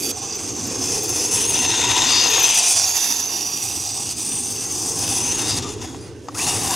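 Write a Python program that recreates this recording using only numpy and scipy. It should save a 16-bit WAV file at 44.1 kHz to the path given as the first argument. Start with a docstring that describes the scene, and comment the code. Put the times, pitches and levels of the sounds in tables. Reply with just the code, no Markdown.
"""A gritty plastic rattle and a gear whine come from a small electric buggy passing on a grass field.
Tooth contact sets the whine's pitch, which races over hops and sags in thick grass; a hail of tooth knocks
excites the resonances of gearbox, motor can, chassis and shell. Noise bands (squeals, a grass rasp, a click),
chirps and knocks punctuate the drive. The gears coast down, the body clicks and the mesh spins up again.
Level and phase differences place the buggy in stereo, over faint echoes and a low park rumble of shaped noise."""
import sys
import numpy as np
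from scipy import signal
from scipy.io import wavfile
from scipy.ndimage import uniform_filter1d

SR = 44100
rng = np.random.default_rng(int(sys.argv[2]) if len(sys.argv) > 2 else 0)


def master_out(mix):
    """Clip the mix to full scale and print it as 16-bit PCM to the path in sys.argv[1]."""
    frames = np.transpose(np.atleast_2d(mix))
    ceiling = np.clip(frames, -1, 1)
    pcm = np.round(ceiling * 32767).astype(np.int16)
    wavfile.write(sys.argv[1], SR, pcm)


N = 297675
T = np.arange(N) / SR


def amp(db):
    """Decibel definition: 20 dB is a factor of ten in amplitude."""
    return 10 ** (np.asarray(db) / 20)


def evened(x):
    """Normalization to unit root-mean-square."""
    return x / np.sqrt(np.mean(abs(x) ** 2) + 1e-20)


def read(points, hz):
    """Interpolation of a spectrum curve along logarithmic frequency."""
    f, value = np.transpose(points)
    return np.interp(np.log(hz + 1), np.log(f + 1), value)


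def columns(rows, t):
    """Linear interpolation in time of every column after the first, which is time."""
    s, *values = np.transpose(rows)
    return [np.interp(t, s, v) for v in values]


def wander(lo_hz, hi_hz, count=24):
    """Superposition: sines of random phase over a range of rates make a slow random curve of unit RMS."""
    t = T[::16]
    rates_hz = np.geomspace(lo_hz, hi_hz, count)
    sines = sum(np.sin(2 * np.pi * (f * t + rng.random())) for f in rates_hz)
    return np.interp(T, t, evened(sines))


def ringing(modes, hz, blend, steep=1.115):
    """Resonance: bell-shaped power peaks, blended between two colours, total 1 in every frame."""
    power = 0
    for f, w, *db in modes:
        mode_db = db[0] + blend * (db[-1] - db[0])
        power = power + amp(mode_db) ** 2 / (1 + (2 * (hz - f) / w) ** 2) ** steep
    return power / power.sum(0)


# Gear mesh while the wheels grip: time_s, tooth_rate_hz, level_db
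DRIVE = [(0, 6050, -39), (.2, 6070, -35), (.7, 6160, -34), (1.18, 6110, -28), (1.55, 5990, -22.5),
         (1.8, 6240, -26), (2.18, 5940, -25), (2.45, 5890, -18), (2.72, 6050, -26.5), (2.84, 5730, -22),
         (3.0, 6040, -25), (3.3, 5860, -28), (3.6, 5855, -30), (3.9, 5850, -34), (4.2, 5890, -36.5),
         (4.5, 5970, -31.5), (5.1, 6070, -32), (5.3, 6080, -24), (5.57, 6310, -37)]
# Gear mesh coasting to a stop with one last free spin: time_s, tooth_rate_hz, level_db
COAST = [(5.63, 3600, -46), (5.72, 3500, -48), (5.77, 3450, -60), (5.83, 3420, -50), (5.96, 3320, -55),
         (5.978, 4200, -59), (6.005, 4700, -52), (6.04, 4900, -51), (6.065, 4750, -52), (6.088, 4350, -62)]
# Gear mesh spinning up again: time_s, tooth_rate_hz, level_db
SPIN_UP = [(6.35, 1200, -46), (6.366, 1400, -35), (6.385, 1950, -52), (6.402, 2580, -30),
           (6.418, 2680, -29), (6.432, 3300, -50), (6.452, 3900, -30), (6.476, 4750, -37),
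           (6.52, 5750, -37), (6.56, 6250, -38), (6.75, 6150, -36)]
OCTAVE_DB = -30  # mean level of the second harmonic against the first
COAST_OCTAVE_DB = 0  # the free-spinning gears sound their second harmonic
WHINE_DB_PER_KHZ = -3  # unloaded gears quieten as they race


def whine(rows, racing_khz=0, octave_db=OCTAVE_DB, flutter_db=3.4, jitter=.005):
    """Gear-mesh excitation: teeth meet at a wavering rate; uneven gears modulate frequency and amplitude."""
    hz, db = columns(rows, T)
    hz = hz + 1000 * racing_khz
    db = db + WHINE_DB_PER_KHZ * racing_khz
    start_s, end_s = rows[0][0], rows[-1][0]
    on = np.clip(np.minimum(T - start_s, end_s - T) / 0.009 + 1, 0, 1)  # 9 ms fades outside the span
    phase = 2 * np.pi * np.cumsum(hz * (1 + jitter * wander(14, 110))) / SR
    octave = amp(octave_db + 3 * wander(1, 6, count=8)) * np.sin(2 * phase)
    tone = np.sin(phase) + octave
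    return np.sqrt(2) * on * amp(db + flutter_db * wander(9, 200)) * tone


# Hops over tufts, where the wheels lose grip: start_s, length_s, tooth_rate_rise_hz, rattle_change_db
HOPS = [(0.11, 0.052, 280.0, -3.5), (0.51, 0.063, 150.0, -3.0), (0.719, 0.099, 200.0, -2.0),
        (0.956, 0.236, 180.0, -4.5), (1.253, 0.071, 340.0, -4.0), (1.316, 0.118, 280.0, 0.5),
        (1.438, 0.136, 400.0, -3.5), (1.463, 0.034, 180.0, -3.5), (1.562, 0.086, 250.0, -2.0),
        (1.641, 0.058, 190.0, -3.0), (1.696, 0.113, 200.0, -1.0), (1.815, 0.128, 150.0, -1.0),
        (1.949, 0.217, 400.0, 1.5), (2.202, 0.305, 530.0, -1.5), (2.362, 0.055, 230.0, -1.0),
        (2.459, 0.128, 330.0, -2.0), (2.595, 0.057, 160.0, -1.0), (2.844, 0.14, 560.0, -2.0),
        (2.926, 0.025, 360.0, -1.0), (3.129, 0.072, 350.0, -2.5), (3.21, 0.119, 290.0, -3.5),
        (3.714, 0.034, 370.0, -1.0), (4.131, 0.072, 360.0, -4.0), (4.384, 0.082, 290.0, -2.0),
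        (4.455, 0.209, 270.0, -0.5), (4.65, 0.09, 390.0, -3.0), (4.916, 0.096, 400.0, -3.0),
        (5.2, 0.109, 210.0, -2.0), (5.326, 0.065, 440.0, -3.0), (5.525, 0.066, 190.0, -2.5)]
# Thick grass grabbing the wheels: centre_s, tooth_rate_drop_hz
SNAGS = [(0.096, 440.0), (0.184, 230.0), (0.278, 310.0), (0.333, 380.0), (0.594, 150.0), (0.886, 170.0),
         (0.944, 160.0), (1.182, 210.0), (1.346, 240.0), (1.432, 100.0), (1.545, 150.0), (1.7, 200.0),
         (1.986, 210.0), (2.066, 140.0), (2.262, 210.0), (2.41, 270.0), (2.504, 220.0), (2.655, 120.0),
         (2.842, 170.0), (3.113, 220.0), (3.224, 360.0), (3.33, 220.0), (3.429, 170.0), (3.53, 190.0),
         (3.719, 180.0), (4.603, 220.0), (4.967, 240.0), (5.227, 280.0), (5.51, 220.0)]
HOP_SKEW = .7  # under 1 the racing peaks early
LANDING_DB_PER_KHZ, LANDING_S = 0.5, 0.028  # jolt as the wheels bite again; time from its peak to 1/e
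SNAG_S = .013  # time from the deepest sag to 1/e


def hops():
    """Load and speed: an unloaded motor races, a snagged one sags (kHz); the rattle changes and jolts (dB)."""
    t = T[::16]
    racing_khz, rattle_db = np.zeros(len(t)), np.zeros(len(t))
    for s, length, rise_hz, change_db in HOPS:
        arch = np.sin(np.pi * np.clip((t - s) / length, 0, 1) ** HOP_SKEW)
        landing = np.exp(-((t - s - length) / LANDING_S) ** 2)
        racing_khz += rise_hz / 1000 * arch
        rattle_db += change_db * arch + LANDING_DB_PER_KHZ * rise_hz / 1000 * landing
    for s, drop_hz in SNAGS:
        racing_khz -= drop_hz / 1000 * np.exp(-((t - s) / SNAG_S) ** 2)
    return np.interp(T, t, racing_khz), np.interp(T, t, rattle_db)


# Rattle reference level in four stretches, loud start, driving, rolling out, restart: time_s, level_db
RATTLE = [
    [(0.0, -36), (0.116, -31), (0.122, -44.5)],
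    [(0.18, -38.5), (.49, -36), (.75, -33.5), (.95, -28), (1.4, -30.5), (1.9, -27.5), (2.15, -27.5),
     (2.4, -24), (2.67, -23.5), (2.85, -26), (3.12, -29), (3.5, -35), (3.81, -35), (4.56, -35), (5.05, -30),
     (5.5, -32), (5.58, -30)],
    [(5.615, -45.5), (5.63, -37.5), (5.72, -42), (5.755, -48), (5.767, -50), (5.79, -50), (5.82, -41),
     (5.85, -41), (5.87, -46), (6.08, -56), (6.12, -64)],
    [(6.342, -56.5), (6.348, -40.5), (6.385, -34), (6.41, -30.5), (6.46, -30.5), (6.48, -28.5),
     (6.596, -33), (6.75, -30)],
]
# What the turning car shows the listener, levels on a scale where the gearbox is +5 dB:
# time_s, chassis_db, shell_db, motor_can_db, motor_can_ring_hz, fizz_db, shell_rear_towards_listener (0-1)
ASPECT = [(0.11, -11, -4, -1, 8300, 2, 1), (.13, -1.5, -3.5, -0.5, 8100, -16, 0.9),
          (.72, -7, -9, -5, 8700, -14, 0.9), (1.24, -8.5, -5.5, 1, 9950, -5, 0.94),
          (1.45, -4.5, 1.5, 8.5, 9650, -27, 0.6), (1.8, 1, 5, -4, 8850, -20, 0),
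          (2.35, -2.5, 5, -9.5, 9000, -8, 0.32), (2.72, -11, -6.5, 5.5, 9300, -22, 0.8),
          (2.88, -7.5, -3.5, -10, 9000, -1.5, 0.16), (3.1, -7, -3, -6, 9600, 1, 0.05),
          (3.3, -6, -4, -12, 9300, -2.5, 0.3), (3.66, -6.5, -2.5, 2.5, 8200, 1, 0.6),
          (4.02, -8.5, -6, 3.5, 8300, -12, 0.98), (4.3, -11, -3, 5.5, 8660, -8, 0.7),
          (4.91, -6, -11, 0.5, 8700, -8, 0.9), (5.11, -6.5, -4, 4, 9800, -13, 1),
          (5.56, -0.5, 1.5, 1, 9200, -28, 0.03), (5.83, 0.5, 0, -5.5, 9350, -14, 0.9),
          (6.1, 2, -9, 0, 9200, -9, .6), (6.33, 2, -9, 0, 9200, -6, .6),
          (6.43, -0.5, -2.5, 3.5, 9800, -13, 0.5), (6.75, 1.5, -1.5, 3.5, 9200, -2, 0.4)]
# Colour of the turning car: time_s, chassis_ring_balance (0-1), gearbox_side_exposed (0-1)
TURNING = [(0, 0.94, 0.5), (1.1, 0.49, 0.9), (1.8, 0.03, 0.75), (2.5, 0.19, 0.56), (2.63, 0.54, 0.67),
           (2.83, 0.66, 0.4), (2.96, 0.25, 0.33), (3.2, 0.3, 0.3), (3.7, 1, 0), (4.8, 1, 0.75),
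           (5.3, 0.37, 0.8), (6.75, 0.54, 0.6)]
# Motion along the line of hearing: time_s, speed_towards_listener_m_per_s
APPROACH = [(1, -1.5), (2.2, 5.5), (2.55, -8.5), (4, 7.5)]
# Chassis modes at ring balance 0 and 1: pitch_hz, width_hz, first_colour_db, second_colour_db
CHASSIS = [(770, 85, -12, 0), (935, 70, 0, -17), (1090, 110, -22, -8), (1400, 500, -17, -30),
           (1900, 300, -11, -30)]
# Plastic shell modes: pitch_hz, width_hz, front_db, rear_db
SHELL = [(2527, 200, -9.5, -4), (2716, 150, -0.5, -6), (3090, 1530, -11, -11), (3457, 136, -9.5, -1),
         (3636, 220, 2.5, -15.5), (4140, 320, -8.5, -13)]
# Gearbox modes: pitch_hz, width_hz, side_hidden_db, side_exposed_db
GEARBOX = [(4748, 360, 3, -6), (5070, 300, 1.5, -13), (5430, 700, -12, 2.5), (6336, 1420, 1, 1),
           (7430, 230, -13, 2)]
# Fixed motor can modes: pitch_hz, width_hz, level_db
MOTOR_CAN = [(8170, 800, -1), (10010, 125, -2.5)]
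# High fizz bands: pitch_hz, width_hz, level_db
FIZZ = [(10770, 2200, 17), (12000, 380, -16)]
GRIT_DB = 0.5  # RMS depth of random unevenness in the chassis and shell rattle
CAN_FLICKER_DB = 2  # RMS depth of random level flicker in the motor can band


def rattle(hops_db):
    """Source and filter: a dense hail of tooth knocks rings the parts; chassis and shell shift by Doppler."""
    hail = rng.standard_normal(N) * amp(1.3 * wander(60, 500) + 1.1 * wander(8, 40))
    gritty = hail * amp(GRIT_DB * wander(12, 150))
    hz, t, (smooth, grit) = signal.stft([evened(hail), evened(gritty)], SR, nperseg=1024, noverlap=768)
    hz = hz[:, None]
    chassis_db, shell_db, can_db, ring_hz, fizz_db, shell_rear = columns(ASPECT, t)
    chassis_balance, gear_side = np.clip(columns(TURNING, t), 0, 1)
    shell_rear = np.clip(shell_rear, 0, 1)
    source_hz = hz * (1 - columns(APPROACH, t)[0] / 343)  # speed of sound 343 m/s

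    can = 0.48 * ringing(MOTOR_CAN, hz, 0) + 0.57 * ringing([(ring_hz, 700, 0)], hz, 0)
    can_db = can_db + CAN_FLICKER_DB * np.interp(t, T, wander(3, 40))
    drive = amp(5.0) ** 2 * ringing(GEARBOX, hz, gear_side, steep=1.76)
    drive += amp(can_db) ** 2 * can
    drive += amp(fizz_db) ** 2 * ringing(FIZZ, hz, 0)
    body = amp(chassis_db) ** 2 * ringing(CHASSIS, source_hz, chassis_balance, steep=1.1)
    body += amp(shell_db) ** 2 * ringing(SHELL, source_hz, shell_rear, steep=1.7)

    share = body / (body + drive)
    excitation = share * grit + (1 - share) * smooth
    # random patches of strength, smoothed over frequency and then time
    patches = uniform_filter1d(rng.standard_normal(smooth.shape), size=5, axis=0)
    patches = evened(uniform_filter1d(patches, size=20, axis=1))
    z = excitation * np.sqrt((body + drive) * len(hz)) * amp(1.6 * patches)
    level_db = columns(np.concatenate(RATTLE), T)[0] + hops_db
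    return amp(level_db) * signal.istft(z, SR, nperseg=1024, noverlap=768)[1][:N]


# Noise bands: squeals, a broad grass rasp near 3 kHz, a short click:
# start_s, length_s, pitch_hz, width_hz, level_db
NOISE_BANDS = [(0., 0.13, 4650, 120, -31), (0.303, 0.045, 4860, 200, -32), (1.17, 0.077, 5150, 201, -29),
               (2.038, 0.27, 4780, 707, -19.5), (2.38, 0.31, 3050, 1100, -27),
               (4.185, 0.35, 8750, 451, -27.5), (4.474, 0.11, 12380, 120, -42),
               (5.46, 0.11, 4830, 349, -26.5), (5.568, 0.021, 4660, 300, -27.5),
               (5.618, 0.087, 1188, 90, -36), (6.285, 0.012, 1170, 120, -28)]


def noise_bands():
    """Band-limited noise: a narrow band is heard as a squeal, a broad one as a rasp, a very short one as a click."""
    out = np.zeros(N + SR)
    for s, length, hz, width, db in NOISE_BANDS:
        noise = rng.standard_normal((2, SR // 2))
        t = np.arange(round(length * SR)) / SR
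        lowpass = signal.butter(2, width / 2, fs=SR)
        sway = signal.lfilter(*lowpass, noise[0] + 1j * noise[1])[-len(t):]
        band = (evened(sway) * np.exp(2j * np.pi * hz * t)).real  # shifted up to the band's pitch
        swell = np.sin(np.pi * t / length) ** 0.9
        out[round(s * SR):][:len(t)] += np.sqrt(2) * amp(db) * band * swell
    return out[:N]


# Short high chirps: start_s, level_db, pitch_hz
CHIRPS = [(0.3506, -38, 13700), (0.666, -36, 13300), (1.03, -28, 13500), (1.0849, -30, 13500),
          (2.2977, -27, 13000), (2.3924, -23, 13000), (2.424, -21.5, 12700), (2.4878, -32, 12400),
          (2.5396, -27, 11900), (2.5726, -33, 12500), (4.9841, -34, 12500), (5.07, -34, 13100)]


def chirps(length=0.016):
    """Amplitude modulation: slow noise times a high sine gives a narrow burst, swelling for about 16 ms."""
    out, t = np.zeros(N + SR), np.arange(2000) / SR
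    for s, db, hz in CHIRPS:
        sway = evened(uniform_filter1d(rng.standard_normal(2000), size=30))
        swell = np.exp(-(2 * t / length - 1) ** 2)
        out[round(s * SR):][:2000] += amp(db) * swell * sway * np.sin(2 * np.pi * hz * t)
    return out[:N]


# Knocks over bumps and as the drive takes up; shell and gearbox against the chassis, the tick follows the shell:
# start_s, level_db, shell_db, gearbox_db, t60_s
KNOCKS = [(1.649, -23, 5, -20, 0.031), (1.914, -26.5, 13.5, -20, 0.033), (2.259, -16, -14, -20, 0.017),
          (2.38, -18.5, -1, -20, 0.038), (5.946, -30, -10, -25, 0.027), (6.285, -23, -15, -8, 0.022),
          (6.324, -38, -8, -27, 0.027), (6.349, -35, 1, -3, 0.025), (6.471, -30, -4, -14, 0.031)]


def knocks():
    """Impulse response: each blow rings chassis, shell and gearbox modes together, with a dry tick on top."""
    out, t = np.zeros(N + SR), np.arange(3000) / SR

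    def struck(modes):
        return evened(sum(amp((first + second) / 2) * np.sin(2 * np.pi * (f * t + rng.random()))
                          for f, w, first, second in modes))

    for s, db, bright_db, gear_db, t60 in KNOCKS:
        ring = struck(CHASSIS) + amp(bright_db) * struck(SHELL) + amp(gear_db) * struck(GEARBOX)
        tick = amp(bright_db - 60 * t / 0.052) * uniform_filter1d(rng.standard_normal(3000), size=3)
        blow = amp(-60 * t / max(t60, .005)) * ring + tick
        out[round(s * SR):][:3000] += amp(db) * blow * np.minimum(t / 0.0003, 1)
    return out[:N]


# Side of the buggy, before the share by frequency: time_s, left_minus_right_db
PAN = [(0.0, -6.5), (0.38, -2.5), (1.5, 1.5), (2.31, 6.5), (2.5, 4), (2.95, -8.5), (3.16, -8.5), (4.17, -2),
       (5.71, 3.5), (6.09, 2), (6.75, 2.5)]
# Share of that difference heard: pitch_hz, share (factor)
PAN_SHARE = [(500, 1.65), (1500, 1.35), (3000, 0.93), (4800, 0.94), (6200, 0.39), (8500, 0.55), (11000, 0),
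             (12000, 0)]
# Phase by which left lags right, per dB of PAN: pitch_hz, lag_rad_per_db
PAN_LAG = [(3000, 0), (5000, 0.066), (6500, 0.018), (9000, 0.14), (10800, 0.075), (11800, 0)]


def placed(x):
    """Stereo difference: level, strongest in the low and middle range, and a slight phase lag in the treble."""
    hz, t, z = signal.stft(x, SR, nperseg=512)
    pan_db = columns(PAN, t)[0] / 2  # half to each side
    half_db = read(PAN_SHARE, hz)[:, None] * pan_db
    turn = np.exp(-1j * read(PAN_LAG, hz)[:, None] * pan_db)
    pair = np.array([amp(half_db), amp(-half_db)])
    pair = z * pair / pair.mean(0) * np.array([turn, 1 / turn])
    return signal.istft(pair, SR, nperseg=512)[1][:, :N]


def random_echoes(x):
    """Decorrelation: faint sparse random echoes, unlike at each ear, widen the sound, most at 7 to 10.5 kHz."""
    t = np.arange(6000) / SR
    sparse = rng.standard_normal((2, 6000)) * (rng.random((2, 6000)) < .05)
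    taps = sparse * amp(-60 * t / 0.089) * (t > .004)  # falls 60 dB in 89 ms, silent for the first 4 ms
    bright = signal.sosfilt(signal.butter(4, [7000, 10500], "band", fs=SR, output="sos"), x)
    dull = signal.sosfilt(signal.butter(4, 7000, fs=SR, output="sos"), x)
    heard = amp(-18.0) * bright + amp(-25.5) * dull
    return signal.oaconvolve(heard[None], taps / np.linalg.norm(taps[0]), axes=1)[:, :N]


# Relative spectrum of the wash: pitch_hz, density_db_per_hz
PARK = [(25, -17), (44, -31), (62, -41), (101, -26), (178, -5), (215, -11.5), (233, -4.5), (289, -1.5),
        (349, -4), (465, -7), (590, -22), (1620, -26.5), (6210, -33.5), (15500, -78)]
# Stereo balance of the park: pitch_hz, left_minus_right_db
PARK_BALANCE = [(30, 1), (60, -3), (110, 3), (200, -3.5), (400, -2.5), (800, -2.5), (8000, -7)]
# Left-right likeness of the park: pitch_hz, correlation (0-1)
PARK_SAME = [(25, .5), (45, 0.54), (70, 0.9), (300, 0.97), (8000, 1)]
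# Low rumble: time_s, wash_level_db, hum_level_db
RUMBLE = [(0.0, -33.5, -46), (0.11, -30, -43), (0.15, -39.5, -44.5), (0.68, -31, -39.5), (1.94, -32, -36.5),
          (2.41, -33.5, -42.5), (2.59, -41.5, -52), (2.88, -45.5, -44.5), (3.1, -40, -53.5),
          (3.91, -42, -40), (4.3, -37.5, -45), (5.58, -31.5, -33), (6.3, -39.5, -42.5),
          (6.52, -31.5, -30.5), (6.75, -33, -36)]
# Colour of the wash between 130 and 700 Hz: time_s, tilt_db_per_octave
WASH_TILT = [(0, 1.5), (2.4, 5.5), (3.4, -0.5), (4.2, -2), (5.2, 0), (6, 1.5), (6.75, 2)]
# Deep hum: pitch_hz, width_hz
HUM = (103, 38)
WASH_MIDDLE_HZ = 288  # pivot of the tilt


def park():
    """Filtered noise: a distant wash and a deep hum swell slowly, partly correlated between the ears."""
    frames, hz = N // 512 + 5, np.fft.rfftfreq(2048, 1 / SR)[:, None]
    a, b, c, d = rng.standard_normal((frames, 1025, 4)).T
    left, other = a + 1j * b, c + 1j * d
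    t = np.arange(frames) * 512 / SR
    wash_db, hum_db = columns(RUMBLE, t)
    octaves = np.clip(np.log2((hz + 1) / WASH_MIDDLE_HZ), -1, 1)
    tilt_db = columns(WASH_TILT, t)[0] * octaves * (hz > 130) * (hz < 700)
    # random surges, smoothed over frequency and then time
    surges = uniform_filter1d(rng.standard_normal((frames, 1025)).T, size=6, axis=0)
    surges = evened(uniform_filter1d(surges, size=10, axis=1))
    wash = amp(read(PARK, hz) + tilt_db + 2.7 * surges) ** 2
    hum = 1 / (1 + (2 * (hz - HUM[0]) / HUM[1]) ** 2) ** 3
    power = amp(wash_db) ** 2 * wash / wash.sum(0) + amp(hum_db) ** 2 * hum / hum.sum()

    same = np.clip(read(PARK_SAME, hz), -1, 1)
    right = same * left + np.sqrt(1 - same ** 2) * other
    half_db = read(PARK_BALANCE, hz) / 2
    z = np.array([amp(half_db) * left, amp(-half_db) * right])
    unit = np.std(signal.istft(left, nperseg=2048, noverlap=1536)[1])
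    return signal.istft(z * np.sqrt(power * len(hz)), nperseg=2048, noverlap=1536)[1][:, :N] / unit


def scene():
    """Superposition: the buggy's sources add, then its direct sound, echoes and the park."""
    racing_khz, hops_db = hops()
    gears = whine(DRIVE, racing_khz)
    gears += whine(COAST, octave_db=COAST_OCTAVE_DB, flutter_db=2.5, jitter=.0035)
    gears += whine(SPIN_UP, flutter_db=3, jitter=.01)
    buggy = gears + rattle(hops_db) + noise_bands() + chirps() + knocks()
    return placed(buggy) + random_echoes(buggy) + park()


EDGE_HZ = 15800  # upper band limit


def record(dry):
    """Soft saturation: the input stage rounds off the loudest peaks; a low-pass then limits the band."""
    rounded = 1.05 * np.tanh(dry / 1.05)
    lowpass = signal.firwin(511, EDGE_HZ, window=("kaiser", 9), fs=SR)
    return signal.oaconvolve(rounded, lowpass[None], "same")


dry = scene()
out = record(dry)
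master_out(out)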